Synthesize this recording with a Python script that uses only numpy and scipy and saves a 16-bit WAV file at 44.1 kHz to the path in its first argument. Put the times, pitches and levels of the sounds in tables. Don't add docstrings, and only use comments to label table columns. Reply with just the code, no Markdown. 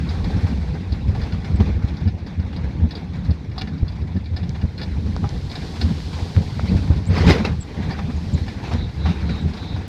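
import sys
import numpy as np
from scipy import signal
from scipy.fft import rfft, irfft
from scipy.io import wavfile
from scipy.ndimage import uniform_filter1d

SR = 44100
rng = np.random.default_rng(int(sys.argv[2]) if len(sys.argv) > 2 else 0)


def transcribe(u):
    v = np.clip(np.atleast_2d(u).T, -1, 1)
    q = np.round(v * 32767).astype(np.int16)
    wavfile.write(sys.argv[1], SR, q)


N = 435694

# frequency_hz, relative_db
BOOM_SPECTRUM = [(12, -67), (20, -45), (35, -14.5), (50, -14.5), (65, -3.5), (81, 1), (97, -4.5),
                 (118, -10.5), (167, -8.5), (255, -19), (414, -34), (451, -31.5), (600, -38.5), (780, -63),
                 (1320, -120)]
# time_s, level_db
BOOM_LEVELS = [(0, -23.5), (.36, -16), (.6, -21), (1.15, -19), (1.38, -23.5), (1.65, -19), (2.04, -25.5),
               (2.75, -20), (3.0, -25.5), (4.9, -23.5), (5.2, -19.5), (5.4, -24.5), (6.6, -24.5),
               (6.74, -21.5), (6.84, -19), (6.92, -16), (7.1, -26.5), (7.23, -17), (7.27, -3.5),
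               (7.32, -12), (7.35, -28.5), (7.5, -17.5), (7.65, -25), (8.34, -18), (8.62, -22.5),
               (8.8, -23), (9.3, -20.5), (9.88, -26)]
# peak_s, level_db, width_s, panel_relative_db
JOLTS = [(0.021, -14.5, 0.041, -23), (.112, -15, 0.076, -27), (0.204, -12, .023, -19),
         (0.271, -13, .018, -16), (.355, -9.5, 0.017, -22), (0.448, -6.5, .023, -11.5),
         (.927, -10.5, 0.011, -8.5), (1.096, -9.5, 0.024, -9.5), (1.142, -11, 0.0092, -22),
         (1.194, -8, 0.015, -17), (1.237, -7, 0.01, -27), (1.548, -9.5, 0.016, -8),
         (1.609, -6, 0.018, -2.5), (1.695, -18, .019, 6.5), (1.846, -6, .009, -14.5),
         (2.025, -15.5, .014, -19), (2.075, -5, 0.025, -14.5), (2.395, -10.5, 0.025, -13),
         (2.797, -12.5, 0.018, -14), (2.84, -5.5, .031, -15), (3.303, -6, 0.026, -7.5),
         (3.832, -2, 0.0085, -13.5), (4.166, -13, 0.025, -5.5), (4.645, -9, 0.019, -7.5),
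         (5.097, -12.5, 0.021, -9), (5.24, -14.5, 0.033, -0.5), (5.856, -10, 0.036, -8.5),
         (5.908, -17, .03, 0.5), (6.232, -12, .014, -24), (6.378, -3, 0.018, -9.5),
         (6.41, -15.5, 0.033, -4.5), (6.645, -10, 0.018, -5.5), (6.723, -19, 0.048, 4),
         (6.769, -13, 0.054, -5.5), (6.911, -2, 0.013, -7), (7.108, -9.5, 0.035, -4),
         (7.216, -7.5, 0.017, -28), (7.27, -3, 0.027, -5.5), (7.415, -21, .028, 6),
         (7.513, -14.5, .024, -7.5), (7.793, -23, 0.032, 4.5), (8.097, -22.5, 0.019, 4),
         (8.156, -16, 0.023, -17), (8.349, -9, 0.026, -6.5), (8.412, -21, 0.019, -7),
         (8.747, -15, 0.025, 0), (8.796, -10.5, .017, -30), (9.054, -13.5, 0.05, -33),
         (9.095, -12, .028, -3), (9.3, -21.5, 0.054, 4.5), (9.454, -13, 0.045, -8.5)]
# frequency_hz, relative_db
ROAD_SPECTRUM = [(150, -5.5), (250, -4), (362, -15.5), (442, -7.5), (560, -19), (790, -12), (1320, -23),
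                 (1470, -20), (2340, -21), (3050, -30.5), (3390, -25.5), (4020, -25.5), (4970, -32),
                 (5900, -31), (16000, -31)]
# frequency_hz, relative_db
GRASS_SPECTRUM = [(1760, -31.5), (3000, -16.5), (4230, -13), (5900, -17), (8000, -11.5), (16000, -16)]
# time_s, road_db, grass_db
GROUND_LEVELS = [(0, -32, -43), (.52, -33, -42.5), (.8, -35.5, -49.5), (1.38, -35.5, -48), (1.65, -34, -54),
                 (2.1, -39.5, -64), (2.9, -36.5, -66), (3.25, -39, -53), (3.45, -41, -57),
                 (4.3, -40.5, -54.5), (5.2, -37, -42.5), (5.5, -36.5, -40), (5.69, -33.5, -36),
                 (6.24, -33.5, -35.5), (6.55, -34.5, -38.5), (6.8, -34.5, -37.5), (7.08, -34.5, -48),
                 (7.4, -24.5, -47), (7.6, -40.5, -44), (7.84, -31, -46.5), (8.34, -36, -38.5),
                 (8.8, -31, -49), (8.94, -38.5, -43.5), (9.08, -29.5, -48), (9.46, -33.5, -43.5),
                 (9.88, -34.5, -48)]
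# start_s, level_db, clank_relative_db
RATTLES = [(.088, -31, -19), (.242, -33.5, -23), (.9205, -32.5, -24), (1.146, -49, -0.5),
           (1.215, -36.5, -15), (1.234, -39.5, -13.5), (1.3219, -37.5, -6), (1.444, -40, -9.5),
           (1.606, -39.5, -11), (1.884, -39.5, -24), (1.968, -41, -29), (2.0752, -39, -11),
           (2.264, -39.5, -26), (2.396, -46, -7), (2.528, -49, 0.5), (2.5624, -35, -19),
           (2.908, -31.5, -23), (2.9513, -33, -25), (2.968, -43, -18), (3.134, -45, -13.5),
           (3.248, -42.5, -17), (3.307, -38, -16), (3.514, -49, -6), (3.5794, -25.5, -30),
           (3.591, -39, -13), (3.612, -27.5, -11), (3.673, -36.5, -13), (3.88, -37, -29),
           (4.164, -43, -8.5), (4.364, -29, -15), (4.43, -39.5, -10.5), (4.551, -45, -5),
           (4.614, -43.5, -1), (4.778, -34.5, -15), (4.8144, -31.5, -13), (4.829, -32.5, -16),
           (5.4974, -37.5, -28), (5.514, -34, -31), (5.553, -28, -20), (5.813, -23.5, -16),
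           (6.766, -37, -13.5), (7.45, -31, -26), (7.907, -36.5, -7), (8.481, -38, -5), (8.638, -41, -18),
           (8.717, -47, -11), (9.292, -40, -3), (9.534, -40, -12), (9.571, -37, -22), (9.762, -40, -8)]
# pitch_hz, unbroadened_width_hz, relative_db
TAILGATE_MODES = [(733, 88, 9.5), (1446, 78, 5), (1752, 22, 6), (2340, 120, 3.5), (2835, 70, 1.5),
                  (3465, 36, -8.5), (3865, 140, -6), (4256, 220, -3.5), (4710, 120, -4.5), (5070, 180, -7),
                  (5270, 210, -16)]
# start_s, level_db, lowest_mode_hz, tail_relative_db, tail_t60_s
FLOOR_BLOWS = [(.464, -35, 780, 2, 0.11), (1.6, -21.5, 787, -2.5, 0.055), (3.58, -19, 757, -18, .12),
               (5.242, -16.5, 820, -22, 0.21), (7.786, -34, 770, -16, .15), (7.99, -18.5, 802, -6.5, 0.06),
               (8.712, -20.5, 694, -9, 0.24), (9.057, -18, 773, -7, 0.23)]
# frequency_ratio, relative_db, t60_s
BED_FLOOR_MODES = [(1, 0, .12), (1.2, -6, .07), (1.45, -3, .06), (1.57, -7, .07), (2.35, -16, .04)]
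# start_s, length_s, level_db, start_hz, end_hz, width_hz
SPRING_SQUEAKS = [(0.523, 0.022, -48, 2790, 2800, 150), (1.548, .026, -41, 7800, 7800, 398),
                  (6.666, 0.04, -41, 1760, 2720, 350), (6.668, 0.036, -40, 3770, 4700, 550),
                  (6.81, .063, -46, 8500, 8800, 200), (7.06, .022, -31, 7140, 7640, 300),
                  (7.067, .029, -32, 8100, 8300, 300), (7.446, 0.014, -26.5, 2790, 2640, 120),
                  (7.599, 0.038, -23.5, 7900, 7560, 200), (7.895, 0.054, -41.5, 4300, 4900, 700),
                  (8.16, .022, -43, 6740, 6450, 396), (8.332, 0.022, -31.5, 7600, 6800, 494),
                  (8.642, .02, -41, 2620, 2600, 60), (9.404, .038, -44, 7700, 7700, 500)]
# start_s, peak_db, centre_hz, width_hz
STONE_HITS = [(3.620, -9.5, 2900, 5970), (4.494, -17, 6000, 4000), (5.165, -14.5, 690, 920),
              (5.165, -17, 4450, 3500), (5.292, -15, 6000, 3960), (6.004, -22, 1500, 2500),
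              (6.365, -14, 1190, 2500), (6.5943, -18.5, 596, 396), (6.596, -17, 1210, 690),
              (7.056, -20, 7000, 5970), (8.738, -8.5, 9000, 8000)]
# time_s, level_db, treble_relative_db
BRANCH_PRESSURE = [(7.08, -37, 1.5), (7.15, -23, 2), (7.182, -19.5, 5), (7.22, -19, 0.5),
                   (7.26, -23.5, 4.5), (7.304, -10.5, 6), (7.4, -25.5, -2.5), (7.444, -53, -10),
                   (7.45, -22, 6.5), (7.52, -40, 1)]
# frequency_hz, relative_db
SCRAPE_SPECTRUM = [(88, -32), (150, -1), (295, -14.5), (453, -8), (589, -24), (776, -18.5), (1400, -26),
                   (2010, -23), (3090, -32.5), (4540, -32), (5900, -36), (16000, -38)]
# start_s, level_db, t60_s
TWIG_SLAPS = [(7.265, -19, 0.073), (7.285, -23, 0.15), (7.448, -27, 0.065)]
# start_s, length_s, level_db
INSECT_RASPS = [(8.328, 0.095, -45), (8.743, 0.15, -41), (8.962, 0.22, -41), (9.232, 0.23, -41.5),
                (9.566, 0.24, -41)]
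# frequency_hz, gain_db
MIC_RESPONSE = [(20, -7.5), (45, -2.5), (5000, -1.5), (6000, -7), (7700, -18.5), (10000, -24.5),
                (15000, -32)]


def gain_of(db):
    return 10 ** (np.asarray(db) / 20)


def unit_rms(x):
    return x / np.sqrt(np.mean(x ** 2) + 1e-20)


def curve(rows, column):
    rows = np.array(rows)
    return np.interp(np.arange(N) / SR, rows[:, 0], rows[:, column])


def add(mix, start_s, sound):
    at = round(start_s * SR)
    sound = sound[max(-at, 0):]
    part = mix[max(at, 0):][:len(sound)]
    part += sound[:len(part)]


def coloured_noise(spectrum, patchy_db, frame):
    hz = np.fft.rfftfreq(frame, 1 / SR)
    real, imag, patches = rng.standard_normal((4 * N // frame + 5, len(hz), 3)).T
    patches = unit_rms(uniform_filter1d(uniform_filter1d(patches, size=6, axis=0), size=8, axis=1))
    points_hz, db = np.transpose(spectrum)
    shape_db = np.interp(np.log(hz + 1), np.log(points_hz), db, left=-90, right=-90)
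    bins = (real + 1j * imag) * gain_of(shape_db[:, None] + patchy_db * patches)
    return unit_rms(signal.istft(bins, nperseg=frame, noverlap=3 * frame // 4)[1][:N])


def wobble(cutoff_hz):
    lowpass = signal.butter(2, cutoff_hz, fs=SR, output="sos")
    return unit_rms(signal.sosfilt(lowpass, rng.standard_normal(N)))


def resonate(x, hz, width_hz, stages=2):
    phasor = np.exp(2j * np.pi * np.cumsum(hz * np.ones(len(x))) / SR)
    pole = np.exp(-np.pi * width_hz / SR)
    for _ in range(stages):
        x = 2 * (phasor * signal.lfilter([1 - pole], [1, -pole], x / phasor)).real
    return x


def burst(rise_s, t60_s):
    t = np.arange(0, t60_s, 1 / SR)
    return (1 - np.exp(-t / rise_s)) * gain_of(-60 * t / t60_s)


def bed_boom():
    boom = coloured_noise(BOOM_SPECTRUM, patchy_db=2.5, frame=4096)
    return boom * gain_of(curve(BOOM_LEVELS, 1) + 2.23 * wobble(10.3))


def rut_thuds(bed_hz=83.4, panel_hz=178.7, shudder_db=-4.5):
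    out, shudder = np.zeros((2, N))
    for peak_s, db, width_s, panel_db in JOLTS:
        t = np.arange(-2 * width_s, 2 * width_s, 1 / SR)
        start_s = peak_s + t[0]
        jolt = gain_of(db) * np.exp(-2.2 * (t / width_s) ** 2)
        low_hz = bed_hz * (1 + 0.11 * rng.uniform(-1, 1))
        high_hz = panel_hz * (1 + 0.32 * rng.uniform(-1, 1))
        for hz, note_db in (low_hz, 0), (high_hz, panel_db):
            add(out, start_s, jolt * gain_of(note_db) * np.cos(2 * np.pi * (hz * t + rng.random())))
        add(shudder, start_s, jolt * gain_of(panel_db + shudder_db))
    noise = rng.standard_normal(N)
    panels = resonate(noise, panel_hz, width_hz=110) + gain_of(-22) * resonate(noise, 330, width_hz=220)
    return out + shudder * unit_rms(panels)


def tyres(bumps_per_s=16):
    bump_count = np.floor(np.cumsum(bumps_per_s * (1 + 0.28 * wobble(6.5))) / SR)
    kicks = 1.46 * (np.diff(bump_count, prepend=0) > 0) * rng.random(N)
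    kicks[[round(row[0] * SR) for row in RATTLES]] += .9
    puffs = signal.oaconvolve(kicks, burst(rise_s=0.002, t60_s=0.27))[:N]
    road = coloured_noise(ROAD_SPECTRUM, patchy_db=2.5, frame=512) * unit_rms(1 + 0.87 * puffs)
    grass = coloured_noise(GRASS_SPECTRUM, patchy_db=0.4, frame=512) * unit_rms(1 + 0.25 * puffs)
    return road * gain_of(curve(GROUND_LEVELS, 1)) + grass * gain_of(curve(GROUND_LEVELS, 2))


def grit(grains_per_s=25):
    strength = gain_of(-44 + 3.5 * np.minimum(rng.exponential(1, N), 4))
    strikes = rng.random(N) < grains_per_s / SR
    tick = np.diff(rng.standard_normal(90)) * np.exp(-np.arange(89) / 20)
    return signal.oaconvolve(strength * strikes, tick)[:N]


def tailgate(faint_per_s=2.5, ring_share=0.45, broadening=2.1, clank_below_hz=3000):
    count = round(faint_per_s * N / SR)
    faint = zip(rng.uniform(0, N / SR, count), rng.normal(-48, 3, count), rng.normal(-12, 3, count))
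    t = np.arange(0, .12, 1 / SR)
    envelope = (1 - np.exp(-t / .0005)) * np.exp(-(t / .015) ** 1.6)
    mode_levels, tick_level = np.zeros((len(TAILGATE_MODES), N)), np.zeros(N)
    for start_s, db, clank_db in RATTLES + list(faint):
        shake = gain_of(db) * envelope
        for level, (hz, _, mode_db) in zip(mode_levels, TAILGATE_MODES):
            struck_db = rng.normal(mode_db, 1.74) + (clank_db if hz < clank_below_hz else 0)
            add(level, start_s, shake * gain_of(struck_db))
        add(tick_level, start_s, shake * gain_of(-3.5) * np.exp(-t / .033))
    chatter = rng.standard_normal(N) * gain_of(1.5 * wobble(300))
    out = tick_level * unit_rms(np.diff(chatter, prepend=0))
    for level, (hz, width_hz, _) in zip(mode_levels, TAILGATE_MODES):
        rough = unit_rms(resonate(chatter, hz, broadening * width_hz))
        ring = np.sqrt(2) * np.sin(2 * np.pi * (hz * np.arange(N) / SR + rng.random()))
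        out += level * ((1 - ring_share) * rough + ring_share * ring)
    return out


def floor_knocks():
    out = np.zeros(N)
    for start_s, db, hz, tail_db, t60_s in FLOOR_BLOWS:
        fall = burst(rise_s=0.0021, t60_s=t60_s)
        t = np.arange(len(fall)) / SR
        ring = sum(gain_of(mode_db - 60 * t / ring_s) * np.sin(2 * np.pi * ratio * hz * t)
                   for ratio, mode_db, ring_s in BED_FLOOR_MODES)
        tail = unit_rms(resonate(rng.standard_normal(len(t)), hz=810, width_hz=1200, stages=1))
        add(out, start_s, gain_of(db) * (ring / abs(ring).max() + gain_of(tail_db) * fall * tail))
    return out


def spring_squeaks():
    out = np.zeros(N)
    for start_s, length_s, db, start_hz, end_hz, width_hz in SPRING_SQUEAKS:
        hz = np.linspace(start_hz, end_hz, round(length_s * SR))
        tone = unit_rms(resonate(rng.standard_normal(len(hz)), hz, width_hz))
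        add(out, start_s, gain_of(db) * (tone + .015 * tone ** 2) * signal.windows.tukey(len(hz), .6))
    return out


def stone_ticks():
    out = np.zeros(N)
    for start_s, db, hz, width_hz in STONE_HITS:
        click = resonate(signal.unit_impulse(400), hz, width_hz)
        add(out, start_s, gain_of(db) * click / abs(click).max())
    return out


def branch_scrape(fade_s=0.018, treble_hz=1300):
    t = np.arange(N) / SR
    start_s, end_s = BRANCH_PRESSURE[0][0], BRANCH_PRESSURE[-1][0]
    contact = np.clip(np.minimum(t - start_s, end_s - t) / fade_s, 0, 1)
    level = gain_of(curve(BRANCH_PRESSURE, 1)) * contact
    for slap_s, db, t60_s in TWIG_SLAPS:
        add(level, slap_s, gain_of(db) * burst(rise_s=0.00079, t60_s=t60_s))
    scrape = coloured_noise(SCRAPE_SPECTRUM, patchy_db=2.5, frame=512)
    treble = signal.sosfiltfilt(signal.butter(2, treble_hz, "high", fs=SR, output="sos"), scrape)
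    treble_gain = gain_of(curve(BRANCH_PRESSURE, 2) + 1.1 * wobble(200))
    return level * (scrape - treble + treble * treble_gain)


def insect(pitch_hz=3850.0, fall_hz=250):
    level, hz = np.zeros(N), np.full(N, pitch_hz)
    for start_s, length_s, db in INSECT_RASPS:
        size = round(length_s * SR)
        add(level, start_s, gain_of(db) * signal.windows.tukey(size, .7))
        add(hz, start_s, fall_hz * np.linspace(.5, -.5, size))
    return level * unit_rms(resonate(rng.standard_normal(N), hz, width_hz=420))


def scene():
    truck = bed_boom() + rut_thuds() + tyres() + grit() + tailgate() + floor_knocks()
    return (truck + spring_squeaks() + stone_ticks() + branch_scrape() + insect())[None]


def record(dry, band_limit_hz=15250):
    hz, db = np.transpose(MIC_RESPONSE)
    response_db = np.interp(np.log(np.fft.rfftfreq(N, 1 / SR) + 1), np.log(hz), db)
    heard = irfft(rfft(dry) * gain_of(response_db), N)
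    saturated = heard / (1 + heard ** 8) ** .125
    lowpass = signal.firwin(511, band_limit_hz, window=("kaiser", 9), fs=SR)
    return signal.oaconvolve(saturated, lowpass[None], "same")


dry = scene()
out = record(dry)
transcribe(out)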